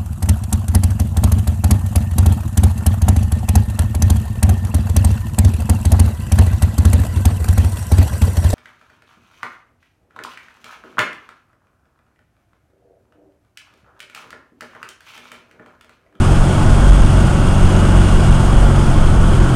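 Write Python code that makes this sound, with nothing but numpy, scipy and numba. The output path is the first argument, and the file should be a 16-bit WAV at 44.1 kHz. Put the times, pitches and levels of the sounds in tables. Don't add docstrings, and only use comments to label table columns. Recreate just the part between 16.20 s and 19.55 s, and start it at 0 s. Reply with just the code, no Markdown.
import sys
import numpy as np
from scipy import signal
from scipy.fft import rfft, irfft, next_fast_len
from scipy.io import wavfile
from scipy.ndimage import uniform_filter1d
from numba import njit

SR = 44100
rng = np.random.default_rng(int(sys.argv[2]) if len(sys.argv) > 2 else 0)


def natural_amplitude(level_db):
    exponent = np.asarray(level_db, float) / 20
    return 10 ** exponent


def wrap_up_sound(samples):
    columns = np.atleast_2d(samples).T
    tamed = np.clip(columns, -1, 1)
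    steps = np.round(tamed * 32767).astype(np.int16)
    wavfile.write(sys.argv[1], SR, steps)


N = 147735


def level(x, rms_db):
    return x * natural_amplitude(rms_db) / np.sqrt(np.mean(x ** 2))


def curve(table, column):
    rows = np.array(table, float)
    return np.interp(np.arange(N) / SR, rows[:, 0], rows[:, column])


def walk(rate_hz):
    hold = int(SR / rate_hz)
    held = np.repeat(rng.standard_normal(1500), hold)[:N]
    return 1.18 * uniform_filter1d(uniform_filter1d(held, hold), hold)


@njit
def svf(x, hz, width_hz):
    y, band, low = np.empty(len(x)), 0., 0.
    for i in range(len(x)):
        g, damping = np.tan(np.pi * hz[i] / SR), width_hz / hz[i]
        v = (band + g * (x[i] - low)) / (1 + g * (g + damping))
        band = 2 * v - band
        low = low + 2 * g * v
        y[i] = damping * v
    return y


def noise_band(hz, width_hz):
    return svf(rng.standard_normal(N), np.full(N, 1.0) * hz, float(width_hz))


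def turbulence(colour, rms_db, shared_db, own_db, rate_hz):
    size = next_fast_len(N)
    f = np.arange(size // 2 + 1) * SR / size + 1e-3
    rows = np.array(colour, float)
    shape_db = np.interp(np.log(f), np.log(rows[:, 0]), rows[:, 1], left=-90)
    shape_db[f > 1.15 * rows[-1, 0]] = -90
    spectrum = rfft(rng.standard_normal(size)) * natural_amplitude(shape_db)
    third = 3 * np.log2(f)
    first, last = (int(3 * np.log2(rows[i, 0])) for i in (0, -1))
    together_db = shared_db * walk(rate_hz)
    out = 0
    for k in range(first, last + 3):
        part = np.cos(np.pi / 2 * np.clip(third - k, -1, 1)) ** 2
        out = out + irfft(spectrum * part, size)[:N] * natural_amplitude(together_db + own_db * walk(rate_hz))
    return level(out, rms_db)


# time in seconds, shaft speed in Hz.
SHAFT_HZ = [(0.0, 45.21), (0.37, 46.1), (2.43, 45.74), (2.77, 44.63), (2.99, 43.42), (3.27, 42.8),
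            (3.35, 43.7)]
# time in seconds, load in dB, mount shake in dB, exhaust boom in dB.
PATHS_DB = [(0, -2, -3, -5.5), (.25, -3.5, -6.5, -3.5), (.5, 0, -2.5, -9), (.7, -4, 11.5, -5.5),
            (.95, 2, 5, -1), (1.2, -2, 2.5, 0), (1.5, -1, -3.5, 0.5), (1.7, 2.5, 6, 3),
            (2.0, -0.5, -1, -0.5), (2.3, -0.5, 3, -5), (2.45, 0.5, 10.5, -8.5), (2.62, 2, 1.5, -7),
            (2.85, -3.5, -0.5, -2.5), (3.1, -1, 6, -3.5), (3.35, -1.5, -9, -7)]
# multiple of shaft speed, level in dB, shares of load, shake, boom.
ORDERS = [(.5, -20, .5, -0.19, 0.21), (1, -18.5, .2, 0.85, -0.073), (2, -14, 0.94, -0.066, 0.18),
          (2.5, -32.5, .3, 0.6, 0.47), (3, -19, 0.39, -0.13, -0.22), (4, -21.5, 0.36, -0.39, 1),
          (4.5, -34.5, .1, 1, 0.58), (5, -29.5, .1, 0.044, -0.4), (7, -39, 0.72, -1.2, 0.52),
          (8, -33.5, 0.61, -0.6, .3), (12, -40.5, .5, 0.61, -0.3)]
CYCLE_JITTER = 0.0032
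WANDER_DB, UNEVEN_DB = 1.53, 2.1
SPREAD_TURNS, SLIP_TURNS = 0.14, 0.14


def engine():
    shaft_hz = curve(SHAFT_HZ, column=1) * (1 + CYCLE_JITTER * walk(12.12))
    turns = np.cumsum(shaft_hz) / SR
    load, shake, boom = (curve(PATHS_DB, column=c) for c in range(1, 4))
    out = 0
    for order, db, load_share, shake_share, boom_share in ORDERS:
        path_db = load_share * load + shake_share * shake + boom_share * boom
        wander_db = (WANDER_DB + UNEVEN_DB * (order % 1 > 0)) * walk(6)
        slip = SLIP_TURNS / order ** 2 * walk(3.3)
        phase = order * turns + SPREAD_TURNS * order ** 2 + slip
        out = out - np.sqrt(2) * natural_amplitude(db + path_db + wander_db) * np.cos(2 * np.pi * phase)
    return out


# time in seconds, buffet in dB.
GUSTS_DB = [(0.0, -33), (0.19, -5.5), (0.32, -35), (0.37, -15), (0.53, -10), (0.76, -18), (0.81, -5),
            (0.94, -22.5), (1.4, -15), (1.46, -5), (1.65, -32), (1.97, -7.5), (2.01, -17), (2.55, -10.5),
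            (2.62, -15.5), (2.67, -12.5), (3.2, -11.5), (3.35, -35)]
# frequency in Hz, density in dB per Hz.
RUMBLE_COLOUR = [(30, -3), (50, -2.5), (70, -8.5), (112, -8), (155, -10.5), (210, -16), (350, -17.5),
                 (460, -27)]
BUFFET_HZ, BUFFET_WIDTH_HZ, BUFFET_DB = 20.76, 15, -0.06


def airframe():
    hz = np.full(N, BUFFET_HZ)
    shake = svf(noise_band(hz, BUFFET_WIDTH_HZ), hz, 2.0 * BUFFET_WIDTH_HZ)
    shake = shake / np.sqrt(uniform_filter1d(shake ** 2, size=8000))
    rumble = turbulence(RUMBLE_COLOUR, rms_db=-15, shared_db=0.13, own_db=0.37, rate_hz=6.36)
    return shake * natural_amplitude(curve(GUSTS_DB, column=1) + BUFFET_DB) + rumble


# time in seconds, air in dB.
AIR_DB = [(0, 1.5), (.4, 0.5), (.8, 1), (1.2, -0.5), (1.5, 1), (1.75, 1), (2.1, 1), (2.35, 0), (2.7, -1),
          (3.0, -1), (3.35, 0)]
# frequency in Hz, density in dB per Hz.
ROAR_COLOUR = [(300, 5), (460, -6), (620, 2), (900, -3.5), (1020, -4), (1450, -3), (1750, -12), (2600, -26)]
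# frequency in Hz, density in dB per Hz.
HISS_COLOUR = [(1800, -6), (2600, -2), (3300, 0), (3800, -9), (6000, -10), (9400, -7.5), (10900, -20),
               (12400, -24.5)]
# pitch in Hz, width in Hz, level in dB.
SEAL_WHISTLES = [(2218, 52, -48.5), (3277, 96, -47.5), (5000, 300, -50), (6580, 560, -48.5),
                 (8470, 580, -46)]
# time in seconds, pitch in Hz, level in dB.
LEAK_WHISTLE = [(0, 2860, -53), (1.1, 2770, -41), (1.6, 2894, -38), (2.2, 2830, -43.5), (2.6, 3028, -49),
                (3.35, 3090, -46)]
LEAK_WIDTH_HZ = 91


def slipstream():
    air_db = curve(AIR_DB, column=1)
    roar = turbulence(ROAR_COLOUR, rms_db=-24, shared_db=0.22, own_db=0.83, rate_hz=14)
    hiss = turbulence(HISS_COLOUR, rms_db=-34, shared_db=0.54, own_db=0.5, rate_hz=30.12)
    seals = hiss * natural_amplitude(0.82 * walk(150))
    for hz, width_hz, db in SEAL_WHISTLES:
        whistle = noise_band(hz * (1 + 0.0047 * walk(2.44)), width_hz)
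        seals = seals + level(whistle, db) * natural_amplitude(1.5 * walk(27.83))
    leak_hz = curve(LEAK_WHISTLE, column=1) * (1 + 0.002 * walk(6.2))
    leak_db = curve(LEAK_WHISTLE, column=2) + 1.4 * walk(13.2)
    leak = level(noise_band(leak_hz, LEAK_WIDTH_HZ), 0) * natural_amplitude(leak_db)
    return roar * natural_amplitude(0.69 * air_db) + seals * natural_amplitude(air_db) + leak


# frequency in Hz, width in Hz, level in dB.
PANEL_MODES = [(670, 80, -41.5), (870, 33, -36), (1090, 38, -37), (1300, 43, -42), (1467, 24, -39.5)]


def skin_panels():
    out = 0
    for hz, width_hz, db in PANEL_MODES:
        hum = noise_band(hz * (1 + 0.021 * walk(4.87)), width_hz)
        out = out + level(hum, db) * natural_amplitude(0.75 * walk(16))
    return out


# start in seconds, level in dB.
STRIP_TICKS = [(0.0822, -41), (0.169, -41), (0.2793, -35), (0.6331, -36), (0.7976, -41), (0.8874, -39),
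               (0.9927, -37), (1.1363, -34), (1.267, -36), (1.3518, -35), (1.562, -31), (1.9135, -34),
               (2.1417, -35), (2.2328, -50), (2.6878, -35), (2.9327, -38)]
TICK_HZ, TICK_WIDTH_HZ, TICK_S, TICK_DB = 6540, 210, 0.0075, -6


def trim_strip():
    t = np.arange(N) / SR
    swell = 0
    for start, db in STRIP_TICKS:
        swell = swell + natural_amplitude(db + TICK_DB) * np.exp(-((t - start - TICK_S) / TICK_S) ** 2)
    return level(noise_band(TICK_HZ, TICK_WIDTH_HZ), 0) * swell


def scene():
    return (engine() + airframe() + slipstream() + skin_panels() + trim_strip())[None, :]


def roll_off(x):
    return signal.sosfilt(signal.butter(12, 13650, fs=SR, output="sos"), x)


MIC_TOP_HZ = 12500
CLIP_AT, KNEE = 0.964, 24


def record(dry):
    x = signal.sosfilt(signal.butter(8, MIC_TOP_HZ, fs=SR, output="sos"), dry)
    clipped = x / (1 + np.abs(x / CLIP_AT) ** KNEE) ** (1 / KNEE)
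    return roll_off(clipped)


dry = scene()
out = record(dry)
wrap_up_sound(out)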